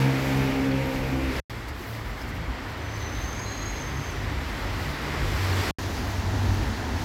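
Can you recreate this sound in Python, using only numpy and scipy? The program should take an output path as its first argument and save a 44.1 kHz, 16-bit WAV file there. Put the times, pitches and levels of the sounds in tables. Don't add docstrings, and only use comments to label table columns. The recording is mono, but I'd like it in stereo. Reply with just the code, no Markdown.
import sys
import numpy as np
from scipy import signal
from scipy.fft import rfft, irfft, next_fast_len
from scipy.io import wavfile
from scipy.ndimage import uniform_filter1d, map_coordinates

SR = 44100
rng = np.random.default_rng(int(sys.argv[2]) if len(sys.argv) > 2 else 0)


def convert_level_to_amplitude(level_db):
    exponent = np.asarray(level_db, float) / 20
    return 10 ** exponent


def generate_wav(sig):
    pcm = np.round(np.clip(np.atleast_2d(sig).T, -1, 1) * 32767).astype(np.int16)
    wavfile.write(sys.argv[1], SR, pcm)


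N = 310464

# (start [s], cut [s])
TAKES = [
    (0, 1.4003),
    (1.4967, 5.7097),
    (5.7843, 7.05),
]


def unit(x):
    return x / np.sqrt(np.mean(x ** 2) + 1e-20)


def along(points, hz):
    f, v = np.transpose(points)
    return np.interp(np.log(hz + 1), np.log(f + 1), v)


def curves(rows):
    s, *cols = np.transpose(rows)
    return [np.interp(np.arange(N) / SR, s, c) for c in cols]


def sounding(rows, fade=0.045):
    t = np.arange(N) / SR
    return np.clip(np.minimum(t - rows[0][0], rows[-1][0] - t) / fade + 1, 0, 1)


def wobble(rate):
    knots = rng.standard_normal(int(N * rate / SR) + 4)
    return map_coordinates(knots, [np.arange(N) * rate / SR])


def panned(x, db):
    return np.array([x * convert_level_to_amplitude(db / 2), x * convert_level_to_amplitude(-db / 2)])


def swells(rows, floor_db=-120, rise=1):
    t = np.arange(0, N + 64, 64) / SR
    power = convert_level_to_amplitude(floor_db) ** 2
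    for s, db, half in rows:
        width = half * np.where(t < s, rise, 1)
        power = power + convert_level_to_amplitude(db) ** 2 * np.exp(-((t - s) / width) ** 2)
    return np.interp(np.arange(N) / SR, t, np.sqrt(power))


def patchy(count, depth_db):
    z = signal.stft(rng.standard_normal((2, count + 512)), nperseg=512)[2]
    field = uniform_filter1d(rng.standard_normal(z.shape[1:]), size=8, axis=0)
    field = uniform_filter1d(field, size=10, axis=1)
    return signal.istft(z * convert_level_to_amplitude(depth_db * unit(field)), nperseg=512)[1][:, :count]


def tone(hz, rough, rate):
    rough = np.clip(rough, 0, 1)
    carrier = np.exp(2j * np.pi * (np.cumsum(hz) / SR + rng.random()))
    wander = wobble(rate) + 1j * wobble(rate)
    return unit(np.real(carrier * (np.sqrt(1 - rough) + np.sqrt(rough / 2) * wander)))


def hum(rows, rough, rate=14):
    hz, *_ = curves(rows)
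    gain = swells([(s, db, half) for s, _, db, half in rows])
    return panned(gain * tone(hz, rough, rate), -1.5 + 1.5 * wobble(3.5))


def squeal(rows, rough, rate, pan_db, flutter_db=2):
    hz, db = curves(rows)
    direct = tone(hz, rough, rate)
    ports = [.75 * direct + .85 * tone(hz, 1, rate) + .4 * tone(hz, 1, 5 * rate) for _ in range(2)]
    gain = convert_level_to_amplitude(db + flutter_db * wobble(70)) * sounding(rows)
    return gain * ports * convert_level_to_amplitude([[pan_db / 2], [-pan_db / 2]])


def street():
    handover_hz = [85, 200, 1000, 3500, 8000, 13000]
    # (frequency [Hz], level [dB])
    road_colours = [
        [(13, -30), (22, 16), (129, -1.5), (204, -4), (266, 9), (352, -0.5), (529, 1.5), (1020, -31),
         (1500, -25), (1950, -45), (3300, -120)],
        [(13, -41), (22, 3), (49, 20), (86, 6), (193, -9.5), (270, -7.5), (413, -12), (948, -16), (1500, -18),
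         (1950, -56), (3300, -120)],
        [(13, -43), (22, 6), (81, 6), (112, 2), (151, -10.5), (231, -8.5), (529, -19), (948, -17), (1500, -47),
         (1950, -54), (3300, -120)],
    ]
    # (frequency [Hz], level [dB])
    tyre_colours = [
        [(410, -15), (700, 6.5), (897, 2.5), (995, -2.5), (1340, -4), (2320, -3.5), (3090, -12), (3860, -16),
         (4700, -16.5), (7610, -25), (8900, -30.5), (12700, -21.5), (15800, -24.5)],
        [(410, -34), (700, -1.5), (1630, -1.5), (1990, 0.5), (2580, -6.5), (3350, -9), (3760, -11.5),
         (4880, -11.5), (6590, -18), (7710, -19), (9010, -25), (12000, -15.5), (15800, -16.5)],
        [(410, -31), (700, -0.5), (920, 0), (1260, -1.5), (1380, -0.5), (1910, -1.5), (2180, -6), (3620, -14),
         (4400, -14), (6680, -19), (8670, -29), (12200, -24.5), (15800, -23.5)],
    ]
    # (frequency [Hz], left-right likeness [0 to 1])
    alike = [
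        [(60, .75), (130, .85), (290, .6), (640, .4), (1410, .5), (2600, .42), (5500, .11), (15000, .05)],
        [(60, .81), (130, .9), (290, .88), (640, .74), (1410, .4), (2300, .33), (4500, .05), (15000, .03)],
        [(60, .84), (130, .88), (290, .85), (640, .57), (1410, .21), (2600, .04), (6820, .04), (15000, .05)],
    ]
    # (frequency [Hz], left minus right [dB])
    lean = [
        [(60, -3), (200, -4), (700, 0), (1290, -3), (2300, -5.8), (4400, -3.5), (6300, -2), (7600, 6),
         (10000, 5.5), (12000, 0), (15000, -1)],
        [(60, -2.5), (200, -.5), (700, -.5), (1290, -3), (2000, -5.2), (2700, -2.2), (6300, -1), (7600, 6),
         (10000, 4.5), (12000, -1), (15000, -5)],
        [(60, -2), (200, 0), (700, -1), (1290, -4.5), (2000, -4.2), (2700, -2), (6300, -3.8), (7600, 2.5),
         (10000, 4), (12000, 1), (15000, -2)],
    ]
    # (frequency [Hz], phase [rad])
    ahead = [(10, 0), (1700, -.2), (2300, .9), (3200, 2)]
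    # (time [s], tread hiss [dB])
    traffic = [
        [(0, -35.5), (.14, -36), (.3, -36), (.75, -38.5), (1.21, -40), (1.39, -36)],
        [(1.51, -46.5), (2.3, -44), (3.3, -41.5), (4.2, -41), (4.6, -39.5), (5.1, -38), (5.5, -36),
         (5.7, -32.5)],
        [(5.8, -41.5), (6.17, -42), (6.4, -40.5), (7.03, -41.5)],
    ]
    usual_db = -40
    # (throb, drone, road roar, tread hiss, water hiss, spray, mist [dB])
    layers_db = [
        (-57.5, -44.5, -38.5, -38.5, -50.5, -69.5, -67),
        (-57, -41.5, -38.5, -39, -48.5, -65.5, -69),
        (-38, -46, -34.5, -39, -45, -60, -68),
    ]
    grows_by = (.3, 0.58, 0.63, 0.82, 1.35, 1.3, 1.2)
    # (time [s], level [dB], half length [s])
    throbs = [(.6, -38.5, 0.26), (1.0, -35, 0.066), (1.36, -37, 0.13), (1.72, -40.5, .1), (2.1, -36, 0.077),
              (2.45, -39, 0.22), (2.9, -46, 0.15), (3.2, -36, 0.14), (3.75, -34, 0.16), (4.22, -37, 0.1),
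              (4.4, -38, 0.069), (4.7, -35.5, 0.21), (5.27, -32, 0.12), (5.69, -34, 0.043),
              (5.89, -39, 0.039), (6.1, -42, .07), (6.45, -29, 0.29), (6.9, -37, .1)]
    # (time [s], spray level [dB], half length [s], mist over spray [dB])
    splashes = [(.0, -56.5, 0.053, -1.5), (0.33, -56.5, 0.24, -1), (0.935, -61, .14, -2),
                (1.303, -59.5, 0.24, -14), (1.498, -60.5, 0.014, 1), (1.689, -61, .012, -4),
                (1.8, -63.5, 0.047, 5), (1.918, -62.5, 0.072, 8.5), (2.092, -63, 0.046, 3),
                (2.2, -65, 0.04, 3), (2.29, -64, .015, 6), (2.36, -68, .02, 5), (2.7, -67, 0.027, -1),
                (2.985, -69.5, .05, 3), (3.217, -68, 0.11, 7), (3.652, -68.5, .25, -4),
                (4.068, -69.5, .1, -8), (4.504, -69, 0.1, -5), (4.62, -64, .04, 0), (4.81, -63, .02, 3),
                (4.853, -61.5, 0.099, -2.5), (5.506, -55, 0.24, -13), (5.926, -57.5, 0.25, -5),
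                (6.095, -59, 0.045, -1), (6.54, -61, .28, -3), (7.018, -59.5, 0.055, -3)]

    out = np.zeros((2, N))
    spray = swells([(s, db, half) for s, db, half, _ in splashes], rise=0.89)
    mist = swells([(s, db + bright_db, half) for s, db, half, bright_db in splashes], rise=0.89)
    spray = spray * convert_level_to_amplitude(1.6 * wobble(18))
    mist = mist * convert_level_to_amplitude(1.6 * wobble(18))
    none = np.zeros(N)
    splash_body = convert_level_to_amplitude(9) * spray
    extra = [swells(throbs), none, none, none, splash_body, spray, mist]
    for k, (start, end) in enumerate(TAKES):
        a, b = max(round(start * SR) - 400, 0), min(round(end * SR) + 400, N)
        m = next_fast_len(b - a)
        hz = np.fft.rfftfreq(m, 1 / SR)
        turn = np.arccos(np.clip(along(alike[k], hz), -1, 1)) / 2
        mid, side = rfft(patchy(m, depth_db=0.56)) * [np.cos(turn), np.sin(turn)]
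        pair = np.array([mid + side, mid - side]) * panned(np.ones_like(hz), along(lean[k], hz))
        pair *= np.exp([.5j * along(ahead, hz), -.5j * along(ahead, hz)])
        pair /= 1 + (37 / (hz + 1)) ** 6
        above = [1 / (1 + (edge / (hz + 1)) ** 8) for edge in handover_hz]
        shares = -np.diff([np.ones_like(hz), *above, np.zeros_like(hz)], axis=0)
        colours = [road_colours[k]] * 3 + [tyre_colours[k]] * 4
        near_db = curves(traffic[k])[0][a:b] - usual_db
        for share, colour, db, grows, more in zip(shares, colours, layers_db[k], grows_by, extra):
            layer = irfft(pair * convert_level_to_amplitude(along(colour, hz)) * np.sqrt(np.abs(share)), m)[:, :b - a]
            gain = np.hypot(convert_level_to_amplitude(db + grows * near_db), more[a:b])
            out[:, a:b] += gain * layer / np.std(layer.mean(axis=0))
    return out


def scooter():
    # (time [s], firing rate [Hz])
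    idle = [(0.0, 66.9), (0.406, 67), (0.538, 67.13), (1.01, 66.07), (1.39, 66.43)]
    # (order of the firing rate, level [dB])
    exhaust = [(1, -5), (2, -2), (3, -13), (4, 0), (5, -14.5), (6, -14), (7, -10), (8, -11), (9, -15),
               (10, -21), (11, -19.5), (12, -20), (13, -19), (14, -19.5), (15, -24), (16, -25.5), (17, -29),
               (18, -23)]
    # (time [s], level [dB], half length [s])
    echoes = [
        [(.5, -37, 0.33), (1.05, -37.5, 0.17), (1.32, -30.5, .19)],
        [(.0, -22.5, 0.14), (.4, -27, 0.14), (.76, -29.5, 0.094), (1.1, -31.5, 0.09), (1.32, -39.5, 0.064)],
        [(.12, -29.5, 0.091), (.33, -27.5, 0.11), (.5, -28.5, 0.076), (.66, -26, .11), (.93, -31.5, 0.059),
         (1.17, -31.5, 0.077), (1.28, -38, .05)],
        [(.14, -38.5, 0.13), (1.2, -35, 0.077)],
        [(.55, -37.5, .18), (1.35, -39.5, 0.057)],
        [(.04, -38.5, 0.087), (.4, -42, 0.39), (.87, -39.5, 0.065), (1.06, -37, 0.027)],
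        [(.2, -41.5, 0.092), (.82, -35.5, 0.13), (1.2, -44.5, 0.13)],
        [(.22, -41.5, 0.11), (.55, -41, 0.1), (1.05, -41, 0.057)],
    ]
    hz, = curves(idle)
    strong = dict(zip((1, 2, 4, 5, 6, 7, 8, 9), echoes))
    body_db = np.interp(np.arange(N) / SR, [0, .35, 1.4], [-27, -28, -34])
    out = np.zeros((2, N))
    for order, db in exhaust:
        if order in strong:
            gain = swells(strong[order], floor_db=-50)
            out += panned(gain * tone(order * hz, rough=0.05, rate=22), -2.5)
        else:
            gain = convert_level_to_amplitude(body_db + db + 3 * wobble(7))
            out += panned(gain * tone(order * hz, rough=.08, rate=22), -2.5 + 3 * wobble(1.5))
    return out * (np.arange(N) < TAKES[1][0] * SR - 1000)


def drizzle(count=260):
    floor_db, spread_db, t60_s = -63, 11, .004
    when, size, side = rng.random((count, 3)).T
    hits, t = np.zeros((2, N)), np.arange(SR // 100) / SR
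    hits[:, (when * N).astype(int)] = panned(convert_level_to_amplitude(floor_db + spread_db * size ** 2), 12 * (side - .5))
    grain = convert_level_to_amplitude(-60 * t / t60_s) * np.diff(rng.standard_normal((2, len(t) + 2)), n=2)
    return signal.fftconvolve(hits, grain, axes=1)[:, :N]


def ticks():
    # (time [s], crack level [dB], ring level [dB], ring frequency
    # [Hz])
    clicks = [(.7154, -44, -36, 4410), (1.3644, -40, -35, 5100), (1.688, -36.5, -52, 10000),
              (2.217, -50, -37.5, 5150), (2.64, -47, -46, 4700), (2.82, -59, -43, 6000),
              (4.1124, -44, -50, 9000), (4.4955, -44, -51, 11000), (3.395, -42, -36, 4900),
              (4.8021, -38, -46, 4540), (5.5269, -44, -32, 4500), (5.568, -38, -45, 9500),
              (6.5461, -39, -48, 10000)]
    out, t = np.zeros((2, N + SR)), np.arange(SR // 10) / SR
    for s, crack_db, ring_db, hz in clicks:
        crack = convert_level_to_amplitude(crack_db - 60 * t / 0.005) * np.diff(rng.standard_normal((2, len(t) + 1)))
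        ring = convert_level_to_amplitude(ring_db - 60 * t / 0.029) * np.sin(2 * np.pi * hz * t)
        out[:, round(s * SR):][:, :len(t)] += crack + ring
    return out[:, :N]


def peep():
    # (time [s], frequency [Hz], level [dB])
    squeak = [(0.82, 12300, -65), (0.834, 12200, -68), (0.868, 12500, -54.5), (0.982, 12600, -63),
              (1.1, 12190, -59)]
    return squeal(squeak, rough=0.87, rate=500, pan_db=-6.0)


def avenue_engines():
    # (time [s], frequency [Hz], level [dB], half length [s])
    main = [(1.56, 113.5, -41, 0.047), (1.72, 113.7, -45, .04), (1.97, 111, -37.5, .06),
            (2.05, 108, -38.5, .04), (2.3, 112, -41.5, .07), (2.68, 105, -39, 0.044),
            (2.83, 104.6, -39, .04), (2.97, 106, -35.5, .07), (3.2, 105.9, -35.5, .07),
            (3.45, 104.4, -35, .09), (3.66, 99.9, -40, .03), (3.85, 102.5, -36.5, .06),
            (4.0, 102, -37, 0.041), (4.26, 101.7, -34, .1), (4.72, 98, -33, 0.091), (5.36, 94.2, -26, .11),
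            (5.55, 93.4, -27, .08)]
    lower = [(1.6, 71.7, -41, .04), (2.42, 78, -37, .04), (2.84, 78, -38, 0.046), (3.1, 82, -37.5, .07),
             (3.98, 70, -37, .04), (4.4, 71.9, -33.5, .08)]
    upper = [(2.16, 135, -40.5, .04), (2.38, 161.5, -43.5, 0.065), (2.74, 135, -42, .05),
             (3.34, 140, -43.5, 0.051), (3.86, 132, -39, .05), (4.0, 140.8, -37.5, .07),
             (4.27, 148, -39, .08), (4.65, 127, -37, .07), (4.87, 142.8, -34.5, 0.061),
             (5.22, 141.6, -34, 0.11), (5.55, 140.6, -41.5, .12)]
    growl = [
        (5.2, 389.7, -40, 0.17),
        (5.65, 369.5, -38.5, 0.13),
    ]
    return (hum(main, rough=0.1) + hum(lower, rough=0.3) + hum(upper, rough=0.42)
            + hum(growl, rough=1, rate=220))


def steps():
    # (time [s], peak level [dB], frequency [Hz])
    footfalls = [
        (1.81, -34.5, 350),
        (2.5, -33.5, 252),
        (4.32, -32, 290),
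    ]
    t = np.arange(N) / SR
    out = np.zeros(N)
    for s, db, hz in footfalls:
        out += convert_level_to_amplitude(db) * np.exp(-((t - s) / 0.014) ** 2) * np.sin(2 * np.pi * hz * t)
    return panned(out, -2.2)


def brakes():
    # (time [s], frequency [Hz], level [dB])
    modes = [
        [(2.85, 6060, -57), (2.94, 6190, -50), (3.1, 6110, -50), (3.18, 6270, -48), (3.36, 6310, -47),
         (3.47, 6300, -53)],
        [(3.39, 6520, -49), (3.45, 6550, -45), (3.58, 6480, -46), (3.7, 6540, -45), (3.79, 6430, -51)],
        [(3.79, 6340, -47), (3.83, 6320, -46), (3.93, 6330, -50), (4.0, 6320, -47), (4.1, 6340, -52)],
        [(4.08, 6100, -57), (4.14, 5900, -55), (4.23, 5960, -58), (4.29, 5940, -62)],
    ]
    grit = [(3.0, 4060, -56), (3.03, 3985, -52), (3.1, 4055, -58), (3.17, 3920, -52), (3.24, 4030, -55)]
    halo = [(3.0, 12300, -69), (3.5, 12600, -66), (4.15, 12200, -68)]
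    out = sum(squeal(rows, rough=.6, rate=240, pan_db=-1.2, flutter_db=2.2) for rows in modes[:-1])
    out += squeal(modes[-1], rough=1, rate=520, pan_db=-1.2)
    out += squeal(grit, rough=1.0, rate=620, pan_db=-8.0)
    return out + squeal(halo, rough=.98, rate=900, pan_db=5.0)


def chirps():
    # (time [s], frequency [Hz], level [dB], half length [s])
    slips = [(3.461, 4120, -47, .006), (3.484, 4110, -45, .006), (3.524, 4125, -45, .01),
             (3.54, 4120, -45, .005), (3.57, 4080, -47, .007), (3.601, 4120, -46, .004),
             (3.622, 4120, -47, .007), (3.638, 4130, -48, .005), (3.657, 4105, -44, .005),
             (3.681, 4120, -44, .007), (3.714, 4110, -52, .005), (3.74, 4090, -53, .008),
             (3.785, 4105, -49, .006)]
    hz, *_ = curves(slips)
    gain = swells([(s, db, half) for s, _, db, half in slips], floor_db=-53) * sounding(slips, fade=.01)
    steady_hz = np.full(N, hz.mean()) + .3 * (hz - hz.mean())
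    direct = tone(steady_hz, .05, 60)
    ports = np.array([direct + .35 * tone(hz, 1, 90) for _ in range(2)])
    return gain * ports * convert_level_to_amplitude([[-.4], [-1.6]])


def spray_whistle():
    # (time [s], frequency [Hz], level [dB])
    falling = [(5.34, 11950, -60), (5.37, 11800, -58), (5.41, 11650, -58)]
    return squeal(falling, rough=.5, rate=200, pan_db=0.0)


def stair_engines():
    # (time [s], frequency [Hz], level [dB], half length [s])
    main = [(5.87, 96.4, -34.5, .059), (6.1, 95.8, -34, .1), (6.36, 96.5, -27.5, 0.083),
            (6.5, 96.5, -24.5, .1), (6.7, 95.8, -36, .06), (6.97, 94.6, -35, .07)]
    third = [(6.3, 135, -37, .05), (6.52, 135, -36, .06), (6.65, 133, -38, .04), (6.82, 130, -39, .07)]
    upper = [(6.36, 262, -35, 0.032), (6.53, 243, -35, 0.072), (6.68, 225.8, -40, .05),
             (6.83, 238.5, -36, 0.056), (6.96, 247, -36.5, .06)]
    return hum(main, rough=0.06) + hum(third, rough=0.3) + hum(upper, rough=1, rate=90)


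def scene():
    weather = drizzle() + ticks()
    engines = scooter() + avenue_engines() + stair_engines()
    squeaks = peep() + brakes() + chirps() + spray_whistle()
    return street() + weather + engines + steps() + squeaks


def roll_off(x):
    return signal.sosfilt(signal.butter(12, 15870, fs=SR, output="sos"), x)


def record(dry):
    t = np.arange(N) / SR
    hiss = convert_level_to_amplitude(-71) * unit(np.diff(rng.standard_normal((2, N + 2)), n=2))
    gate, ringout = np.zeros(N), np.zeros(N)
    ring_hz, ring_db, ring_t60_s = 75, -35, .045
    for start, cut in TAKES:
        gate += np.clip((t - start) / .0012, 0, 1) ** 2 * np.clip((cut - t) / .0004, 0, 1)
        decay = (t > cut) * convert_level_to_amplitude(ring_db - 60 * np.abs(t - cut) / ring_t60_s)
        ringout += decay * np.sin(2 * np.pi * ring_hz * (t - cut))
    lowpass = signal.butter(12, 16300, fs=SR, output="sos")
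    heard = signal.sosfiltfilt(lowpass, (dry + hiss) * gate + ringout)
    return roll_off(heard)


dry = scene()
out = record(dry)
generate_wav(out)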